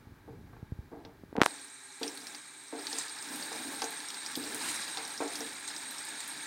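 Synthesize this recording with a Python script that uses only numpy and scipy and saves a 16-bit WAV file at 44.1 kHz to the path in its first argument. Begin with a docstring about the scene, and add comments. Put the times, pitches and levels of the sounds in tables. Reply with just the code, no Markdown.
"""At first a finger covers the microphone, and a tiled kitchen is muffled under rumble and soft thumps.
At about 1.4 s it slides off with sharp cracks, uncovering a hissing gas burner, a cricket's high, steady
wing chirps and a spoon stirring a thick sweet mixture that sizzles and pops as its bubbles burst.
The spoon drags and knocks, ringing the pan on its stand; later it judders by stick-slip friction,
and near 4.7 s its edge rasps over the gritty bottom."""
import sys
import numpy as np
from scipy import signal
from scipy.fft import rfft, irfft
from scipy.io import wavfile
from scipy.ndimage import uniform_filter1d

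SR = 44100
rng = np.random.default_rng(int(sys.argv[2]) if len(sys.argv) > 2 else 0)


def master_out(mix):
    """Clip the mix to full scale and print it as 16-bit PCM to the path in sys.argv[1]."""
    frames = np.transpose(np.atleast_2d(mix))
    ceiling = np.clip(frames, -1, 1)
    pcm = np.round(ceiling * 32767).astype(np.int16)
    wavfile.write(sys.argv[1], SR, pcm)


N = 285056
TIME = np.arange(N) / SR
BINS = np.fft.rfftfreq(N, 1 / SR)


def amp(db):
    """Decibels to amplitude ratio."""
    return 10 ** (np.asarray(db) / 20)

def unit(x):
    """Normalises to rms 1."""
    return x / np.sqrt(np.mean(x ** 2) + 1e-20)

def read(points, hz):
    """Interpolates on a log-frequency axis."""
    f, value = np.transpose(points)
    return np.interp(np.log(hz + 1), np.log(f + 1), value)

def colour(x, points):
    """Filters by a magnitude response in dB."""
    return irfft(rfft(x) * amp(read(points, np.fft.rfftfreq(len(x), 1 / SR))), len(x))

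def band(x, hz, q):
    """A second-order resonator of peak gain 1."""
    hz = min(hz, .4 * SR)
    return signal.lfilter(*signal.iirpeak(hz, max(q, hz / (.4 * SR)), SR), x)

def resonances(modes):
    """Steep resonance peaks add in power."""
    return sum(amp(db) ** 2 / (1 + ((BINS - hz) / width) ** 2) ** 2 for hz, width, db in modes)

def shaped_noise(magnitude):
    """Gaussian noise of rms 1 with a given spectral shape."""
    return unit(irfft(rfft(rng.standard_normal(N)) * magnitude, N))

def drift(rate_hz):
    """Slow random modulation: low-passed noise."""
    return shaped_noise(np.exp(-(BINS / rate_hz) ** 2))

def swell(middle_s, length_s):
    """A Gaussian envelope."""
    return np.exp(-(2 * (TIME - middle_s) / length_s) ** 2)

def add(mix, s, sound):
    """Superposes a sound from second s."""
    part = mix[max(round(s * SR), 0):][:len(sound)]
    part += sound[:len(part)]


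# Rubbing under the finger. Each row: frequency in Hz, relative density in dB.
RUB_SPECTRUM = [(15, -37.5), (25, 1.5), (130, 6.5), (427, -7.5), (887, -23), (1230, -21), (1650, -29),
                (2990, -25.5), (4140, -26), (4490, -25), (7710, -31.5), (16000, -30)]
# Transmission past the finger. Each row: frequency in Hz, gain in dB.
FINGER_TRANSMISSION = [(200, -1), (500, -3), (1000, -6.5), (2000, -12.5), (4500, -25), (8000, -46),
                       (16000, -55.5)]
UNCOVER_S = 1.432

def finger_cover(air, rub_db=-57, lumps_db=2.5, slide_s=0.0059,
                 rest_db=-3, press_s=.26, press_db=4.5, relax_db_per_s=6.5):
    """Transmission loss: the finger muffles and rumbles as it rests, presses and relaxes, then lifts."""
    opened = .5 + .5 * np.tanh((TIME - UNCOVER_S) / slide_s)
    rub = unit(colour(rng.standard_normal(N), RUB_SPECTRUM))
    rumble = signal.sosfiltfilt(signal.butter(2, 280, fs=SR, output="sos"), rub)
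    force_db = np.where(TIME < press_s, rest_db, press_db - relax_db_per_s * (TIME - press_s))
    force_db = uniform_filter1d(force_db, size=1000) + lumps_db * drift(22)
    rub = amp(rub_db) * (rub + rumble * (amp(force_db) - 1))
    return opened * air + (1 - opened) * (colour(air, FINGER_TRANSMISSION) + rub)


# Gas hiss. Each row: frequency in Hz, relative density in dB.
GAS_SPECTRUM = [(30, -19), (80, -10), (150, -1.5), (300, -18), (600, -10), (1200, 2), (2200, 0), (3000, -8),
                (5500, -5), (7500, 1.5), (9300, 0), (11000, -13), (16000, -28)]
# Jet and tube resonances. Each row: frequency in Hz, width in Hz, relative level in dB.
BURNER_MODES = [(270, 11, 8.2), (389, 15, 7.6), (844, 32, 7), (1613, 51, 9.3), (1900, 110, 3.3),
                (2286, 134, 4.9), (3940, 293, 7.2)]

def burner(level_db=-53.0, waver_db=0.6):
    """Flow noise: gas rushing through the jet excites the burner tube's resonances."""
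    power = amp(read(GAS_SPECTRUM, BINS)) ** 2 + resonances(BURNER_MODES)
    return shaped_noise(np.sqrt(power)) * amp(level_db + waver_db * drift(6.6))


# The cricket's loudness. Each row: time in seconds, level in dB.
CRICKET_LEVELS = [(1.5, -51.5), (1.8, -55), (2.7, -55), (2.88, -50.5), (3.9, -51), (5.2, -51.5),
                  (6.46, -50.5)]
# Wing resonances. Each row: frequency in Hz, width in Hz, relative level in dB.
WING_MODES = [(8270, 90, -3), (8410, 88, 5), (8300, 68, -7), (8735, 37, 7)]

def cricket(chirps_per_s=9.42, crest_s=1.958, depth_db=5, uneven_db=0.1):
    """Stridulation: regular strokes excite narrow wing resonances, which never quite fall silent."""
    wings = shaped_noise(np.sqrt(resonances(WING_MODES)))
    cycle = np.cos(2 * np.pi * chirps_per_s * (TIME - crest_s))
    strokes = amp(depth_db * cycle + uneven_db * drift(24))
    return unit(wings * strokes) * amp(np.interp(TIME, *np.transpose(CRICKET_LEVELS)))


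# Briskness of the spoon. Each row: time in seconds, effort in dB relative to steady stirring.
STIRRING_EFFORT = [(1.48, -3), (1.54, -4.5), (1.7, -13.5), (1.93, -23), (2.04, -0.5), (2.2, -7.5),
                   (2.35, -4.5), (2.52, -12.5), (2.7, -10.5), (2.8, -2), (2.96, 4.5), (3.12, -2),
                   (3.38, 1.5), (4.0, 0.5), (4.52, 1.5), (4.69, 7.0), (4.86, 3), (5.12, 0.5), (5.42, 2),
                   (5.6, -0.5), (5.75, 1), (6.46, 0.5)]

def effort(follow):
    """Amplitude modulation by the stirring: `follow` dB per dB of effort."""
    return amp(follow * np.interp(TIME, *np.transpose(STIRRING_EFFORT)))


# The pan on its stand. Each row: frequency in Hz, relative level in dB, 60 dB decay time in seconds.
PAN_MODES = [(261, -2.5, 0.24), (293.1, 4.5, 0.21), (332, 3.5, 0.047), (399, -9, 1), (454.8, -1, 0.34),
             (506, -4, 0.17), (535, -45, 0.15), (660, -23, 0.13), (693.5, -4, 0.23), (818, 5.5, 0.037),
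             (896, 2.5, 0.048), (1110, -5.5, 0.1), (1332, -8, 0.84), (1546, -1.5, 0.21), (1780, -1, 0.071)]

def pan_ring(length):
    """Modal superposition: the pan rings as damped sinusoids of random phase."""
    t = np.arange(length) / SR
    return sum(amp(db - 60 * t / t60) * np.sin(2 * np.pi * (hz * t + rng.random()))
               for hz, db, t60 in PAN_MODES)


# Spoon friction. Each row: frequency in Hz, relative density in dB.
DRAG_SPECTRUM = [(50, -55), (110, -12.5), (200, -4.5), (280, 5), (450, -4), (650, -3.5), (1000, -6.5),
                 (2000, -17.5)]

def dragging(glide_db=-56, follow=0.72, push_db=-49, ring_db=-7, slip_db=1.5):
    """Sliding friction drives the pan's modes, lightly as the spoon glides and harder in each push."""
    rub = rng.standard_normal(N) * amp(slip_db * drift(30))
    body = unit(signal.oaconvolve(rub, pan_ring(SR // 4))[:N])
    level = np.hypot(amp(glide_db) * effort(follow), amp(push_db) * pushes())
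    return level * unit(unit(colour(rub, DRAG_SPECTRUM)) + amp(ring_db) * body)


def grains(per_s, spread_db, low_hz, high_hz, cycles, count=24):
    """Shot noise: tiny random bursts, each a damped ring, in many pitches and sizes."""
    out = np.zeros(N)
    for hz in np.geomspace(low_hz, min(high_hz, .45 * SR), count):
        turns = np.arange(600) * hz / SR
        ring = np.sin(2 * np.pi * turns) * np.exp(-turns / cycles) * np.sqrt(hz)
        size = amp(spread_db * np.minimum(rng.exponential(1, N), 4))
        onsets = rng.random(N) < per_s / count / SR
        out += signal.oaconvolve(size * onsets, ring)[:N]
    return unit(out)

def texture(grain, share, spectrum):
    """Incoherent sum: near grains take a share of the power, a blur of smaller ones the rest."""
    blur = np.sqrt(1 - share) * rng.standard_normal(N)
    return unit(colour(np.sqrt(share) * grain + blur, spectrum))


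# The pan's hollow. Each row: frequency in Hz, width in Hz, relative level in dB.
CAVITY_MODES = [(845, 108, 11), (1662, 100, 2.5), (2355, 140, 0), (3840, 380, 0), (8430, 214, 18.5)]

def pan_cavity(x):
    """Cavity resonance colours a sound in the pan; the result has rms 1."""
    return unit(irfft(rfft(x) * np.sqrt(1 + resonances(CAVITY_MODES)), N))


# Churning mixture, sizzle and fine spray. Each row: frequency in Hz, relative density in dB.
CHURN_SPECTRUM = [(300, -8), (600, -17.5), (880, -4), (1200, 2), (1660, 7), (2300, 5), (3000, -1),
                  (3800, 6), (6000, -22)]
SIZZLE_SPECTRUM = [(1500, -15), (3000, -13), (3900, 5), (5000, 5), (6000, 0.5), (7000, 5), (7800, -8),
                   (9200, 1), (10500, -38), (13000, -22), (16000, -44)]
SPRAY_SPECTRUM = [(6000, -10.5), (9000, 1), (11000, -11), (13000, -15), (16000, -42)]

def frying(churn_db=-48.0, sizzle_db=-49, spray_db=-58.5, bared_db=-55, flicker_db=0.84):
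    """Boiling: stirring churns the mixture onto hot metal; pushes bare the bottom and add spray."""
    wet = texture(grains(per_s=700, spread_db=-0.5, low_hz=579.6, high_hz=4040, cycles=8.2),
                  0.14, CHURN_SPECTRUM)
    fizz = texture(grains(per_s=900, spread_db=0.5, low_hz=2920, high_hz=10250, cycles=4.5),
                   0.3, SIZZLE_SPECTRUM)
    mist = texture(grains(per_s=390, spread_db=8.0, low_hz=8550, high_hz=15700, cycles=9.7),
                   0.081, SPRAY_SPECTRUM)
    churn = amp(churn_db) * effort(follow=1.0) * pan_cavity(wet)
    sizzle = np.hypot(amp(sizzle_db) * effort(follow=1.12), flares()) * pan_cavity(fizz)
    spray = np.hypot(amp(spray_db) * effort(follow=2.65), amp(bared_db) * pushes()) * mist
    return (churn + sizzle + spray) * amp(flicker_db * drift(31))

def spits(level_db=-57, follow=0.55):
    """Sparse shot noise: tiny drops spit out of the sizzle."""
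    drops = grains(per_s=45, spread_db=3, low_hz=4200, high_hz=10500, cycles=7)
    return drops * amp(level_db) * effort(follow)

def pop(hz, width_hz=1450, snap_db=-13, t60_s=0.016):
    """Transient excitation: a bubble's skin tears and rings the cavity under it."""
    t = np.arange(2048) / SR
    tear = rng.standard_normal(len(t)) * amp(-60 * t / t60_s)
    q = min(hz / width_hz, 3.8)
    burst = band(band(tear, hz, q), hz, q / 2) + amp(snap_db) * band(tear, hz, q / 3)
    return burst / np.std(burst[:SR // 500])

def simmer(count, centre_hz, level_db=-41.5, spread_db=3.5, pitch_spread=0.15):
    """Like bubbles resonate alike: middling ones burst at random, louder while the spoon is brisk."""
    out, level = np.zeros(N), effort(follow=1.0)
    for k, (when, size, pitch) in enumerate(2 * rng.random((count, 3)) - 1):
        at = int((k + when) % count * N / count)
        burst = pop(centre_hz * (1 + pitch_spread * pitch))
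        add(out, at / SR, level[at] * amp(level_db + spread_db * size) * burst)
    return out


def slip(s, hz, damping=2.7, open_edge_hz=12000, loosen_s=0.012):
    """A pressure step leaks from the port in one damped swing; a looser seal sharpens its edge."""
    t = np.arange(4096) / SR
    looseness = np.exp(min(s - UNCOVER_S, 0) / loosen_s)
    edge_hz = np.clip(open_edge_hz * looseness, 2.6 * hz, 7.2 * hz)
    swing = -np.cos(2 * np.pi * hz * t + np.arctan(damping / (2 * np.pi))) * np.exp(-damping * hz * t)
    for corner in (edge_hz, 2 * edge_hz):
        swing = signal.lfilter(*signal.butter(1, min(corner, .45 * SR), fs=SR), swing)
    return swing / abs(swing).max()


# Slips on the microphone port. Each row: start in seconds, peak level in dB, swing frequency in Hz.
FINGER_SLIPS = [(0.071, -43, 91), (0.12, -41, 100), (0.628, -31.5, 104), (0.721, -26.5, 84.5),
                (0.789, -30.5, 69.6), (1.236, -35.5, 202), (1.328, -32.5, 269), (1.3662, -24.5, 1560),
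                (1.381, -19, 308), (1.385, -18, 226), (1.4045, -21, 500), (1.4165, -2, 1470),
                (1.417, -6, 290), (1.424, -11, 1000), (1.434, -9.5, 980), (1.462, -5, 880)]
# Skin scrapes. Each row: middle in seconds, length in seconds, level in dB, centre frequency in Hz.
SKIN_SCRAPES = [(1.418, 0.0062, -25.5, 1920), (1.445, 0.0084, -46, 7200), (1.46, 0.0023, -27.5, 8000)]

def finger_noise(crunch_db=-27, crunch_from_s=1.396, crunch_s=.056, swing_hz=750, count=14):
    """Stick-slip: the finger thumps; as it leaves it cracks, tiny slips crunch and the skin drags."""
    out = np.zeros(N)
    for s, db, hz in FINGER_SLIPS:
        add(out, s, amp(db) * slip(s, hz))
    for k, (when, size, pitch) in enumerate(rng.random((count, 3))):
        s = crunch_from_s + crunch_s * (k + when) / count
        add(out, s, amp(crunch_db) * size * slip(s, swing_hz * (.5 + pitch)))
    for s, length, db, hz in SKIN_SCRAPES:
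        scrape = unit(band(rng.standard_normal(N), hz, q=3))
        out += amp(db) * scrape * swell(s, length)
    return out


# Rattle of stand and stove top. Each row: frequency in Hz, relative density in dB.
RATTLE_SPECTRUM = [(80, -32), (180, -36), (280, -3.5), (480, -19.5), (800, -5), (1500, -13), (2500, -3),
                   (5000, -35)]
# Spoon blows. Each row: start in seconds, relative level in dB, centre in Hz, rattle decay in seconds.
SPOON_KNOCKS = [(0.277, -33, 434, 0.31), (0.53, -39, 1110, .07), (0.565, -39, 1140, 0.057),
                (0.916, -31, 485, .55), (1.049, -34.5, 565, .28), (1.353, -21.5, 585, 0.29),
                (2.012, -26.5, 320, 0.27), (2.725, -28, 410, 0.37), (2.929, -36, 443, 0.29),
                (3.515, -31.5, 650, 0.29), (3.819, -22.5, 1000, 0.071), (3.834, -31, 595, .11),
                (4.372, -27, 288, 0.099), (4.971, -30, 860, 0.35), (5.204, -19.5, 556, 0.21),
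                (5.407, -31, 400, 0.09)]

def knocks(level_db=-12, ring_db=-8, rattle_db=-3, q=1.0, rise_s=0.0013, hardness=3.1):
    """Impact excitation: the pan rings and its stand rattles; lower-pitched blows are duller."""
    out, t = np.zeros(N), np.arange(16384) / SR
    attack = 1 - np.exp(-t / rise_s)
    for s, db, hz, t60 in SPOON_KNOCKS:
        rattle = unit(colour(rng.standard_normal(len(t)), RATTLE_SPECTRUM)) * amp(-60 * t / t60)
        ring = pan_ring(len(t)) * amp(-30 * t / t60)  # spoon and mixture damp the pan
        blow = band(amp(rattle_db) * rattle + amp(ring_db) * ring / np.std(ring[:SR // 40]), hz, q)
        blow = signal.lfilter(*signal.butter(2, min(hardness * hz, .4 * SR), fs=SR), blow)
        add(out, s, amp(db + level_db) * blow / np.std(blow[:SR // 40]) * attack)
    return out


# The largest bubbles. Each row: start in seconds, relative level in dB, pitch in Hz.
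BIG_BUBBLES = [(1.05, -16.5, 4970), (2.031, -23.5, 4220), (2.079, -27, 5330), (2.174, -33.5, 4470),
               (2.269, -32.5, 4860), (2.348, -33.5, 4270), (2.869, -24, 4200), (2.929, -25, 4860),
               (2.985, -23, 7230), (3.187, -34.5, 4560), (3.528, -33, 5440), (3.819, -25, 4770),
               (3.842, -25.5, 5300), (4.003, -34, 4740), (4.103, -31, 4140), (4.144, -32, 4860),
               (4.262, -27, 5150), (4.354, -25.5, 4530), (4.364, -32, 11800), (4.546, -27, 8800),
               (4.972, -25, 4000), (5.177, -30.5, 4960), (5.355, -27.5, 4800), (5.406, -29.5, 5750),
               (5.678, -31.5, 7000), (6.204, -32, 7240)]

def big_pops(level_db=-6):
    """Film rupture: the largest bubbles snap one by one, each at its own resonance."""
    out = np.zeros(N)
    for s, db, hz in BIG_BUBBLES:
        add(out, s, amp(db + level_db) * pop(hz))
    return out


# Surges of sizzle. 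Each row: start in seconds, level in dB.
SIZZLE_FLARES = [(1.47, -52), (2.975, -35.5), (4.68, -38), (4.81, -40), (5.672, -43)]

def flares(rise_s=.006, t60_s=0.31):
    """Flash boiling: the sizzle's level leaps as wet mixture meets bare hot metal, then decays."""
    return sum(amp(db - 60 * np.maximum(TIME - s, 0) / t60_s) * np.clip((TIME - s) / rise_s, 0, 1)
               for s, db in SIZZLE_FLARES)


# The spoon bears down. Each row: start in seconds, length in seconds, relative force in dB.
SPOON_PUSHES = [(2.092, 0.38, -9), (2.735, 0.23, -7), (3.195, 0.4, 1), (3.494, 0.43, -0.5),
                (4.343, 0.49, 1), (5.3, 0.25, 3.5)]

def pushes(rise_s=0.11, fall_s=0.16):
    """Normal force of the spoon on the bottom: each push ramps up and lets go."""
    return sum(amp(db) * np.clip(np.minimum((TIME - s) / rise_s, (s + length - TIME) / fall_s), 0, 1)
               for s, length, db in SPOON_PUSHES)


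# The spoon judders. Each row: middle in seconds, level in dB, pitch in Hz, length in seconds.
SPOON_JUDDERS = [(3.348, -45.5, 276, 0.12), (3.617, -46.5, 252, 0.078), (3.697, -45, 275, 0.14),
                 (4.44, -52, 276, 0.23), (4.53, -49.5, 430, 0.12)]

def judders(q=5.7):
    """Stick-slip friction: the spoon catches unevenly and the pan groans for a moment."""
    out = np.zeros(N)
    for s, db, hz, length in SPOON_JUDDERS:
        groan = unit(band(band(rng.standard_normal(N), hz, q), hz, q))
        out += amp(db) * groan * swell(s, length)
    return out

def rasp(at_s=4.67, length_s=0.13, level_db=-46, hz=2650):
    """Roughness noise: in the briskest stroke the spoon's edge scrapes the gritty bottom."""
    grit = grains(per_s=1500, spread_db=2, low_hz=1800, high_hz=7000, cycles=3)
    return amp(level_db) * unit(band(grit, hz, q=2.7)) * swell(at_s, length_s)


# The kitchen's decay. 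Each row: frequency in Hz, reverberation time in seconds.
REVERB_TIMES = [(200, 0.69), (1000, 0.34), (4000, 0.077), (14000, 0.27)]

def kitchen(x, echoes_per_s=3000):
    """Reverberation: tiled walls return dense echoes that last longest in the bass."""
    taps = rng.standard_normal(SR // 2) * (rng.random(SR // 2) < echoes_per_s / SR)
    taps[:SR // 300] = 0  # gap before the first reflection
    hz, t, spectra = signal.stft(taps, SR, nperseg=256)
    decay = amp(-60 * t / read(REVERB_TIMES, hz)[:, None])
    tail = signal.istft(spectra * decay, SR, nperseg=256)[1]
    return signal.fftconvolve(x, tail / np.linalg.norm(tail))[:N]


# Level between the ports. Each row: frequency in Hz, left minus right in dB.
PORT_LEVEL_GAP = [(4200, 0), (6400, -1), (8400, -2.7), (9800, -2.4), (12000, 0)]
# Phase between the ports. Each row: frequency in Hz, lead of the left in radians.
PORT_PHASE_LEAD = [(5000, 0), (7700, -.35), (8350, .5), (8800, .4), (9800, 0)]
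# Faint stereo width: a slight difference between left and right. Each row: frequency in Hz, gain in dB.
STEREO_WIDTH = [(100, -38), (3000, -37), (7000, -26), (15000, -20)]

def ports(x):
    """Stereo cues: two close microphone ports differ near their treble resonance; faint width is added."""
    half = amp(read(PORT_LEVEL_GAP, BINS) / 2) * np.exp(.5j * read(PORT_PHASE_LEAD, BINS))
    pair = irfft(rfft(x) * np.array([half, 1 / half]), N)
    return pair + colour(kitchen(x), STEREO_WIDTH) * np.array([[1], [-1]])


# Microphone noise. Each row: frequency in Hz, relative density in dB.
FLOOR_SPECTRUM = [(20, -28), (70, -22), (140, -9), (300, -44), (1000, 21), (4000, 10), (16000, -76)]

def self_noise(level_db=-82):
    """Uncorrelated noise: each microphone adds a faint floor of its own."""
    floors = [unit(colour(rng.standard_normal(N), FLOOR_SPECTRUM)) for port in range(2)]
    return amp(level_db) * np.array(floors)


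def scene():
    """Superposition: pan, burner and cricket add in the air and pass the finger to the ports."""
    begun = amp(np.interp(TIME, [1.3, 1.45], [-9, 0]))  # the first strokes are gentle
    small_bubbles = simmer(count=24, centre_hz=5040) + simmer(count=12, centre_hz=9450) + spits()
    blows = knocks()
    bubbles = big_pops() + begun * small_bubbles
    pan = begun * (dragging() + frying()) + judders() + rasp() + blows + bubbles
    pan += kitchen(amp(-7) * blows + amp(-1.5) * bubbles)
    # the pan is too small to radiate deep bass
    pan = signal.sosfilt(signal.butter(2, 70, "high", fs=SR, output="sos"), pan)
    air = pan + burner() + cricket()
    return ports(finger_cover(air) + finger_noise()) + self_noise()

def record(dry, low_hz=32, high_hz=15900):
    """Band limiting: a gentle bass roll-off and a steep treble cut."""
    dry = signal.sosfilt(signal.butter(2, low_hz, "high", fs=SR, output="sos"), dry)
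    lowpass = signal.firwin(511, high_hz, window=("kaiser", 9), fs=SR)
    return signal.oaconvolve(dry, lowpass[None], "same")


dry = scene()
out = record(dry)
master_out(out)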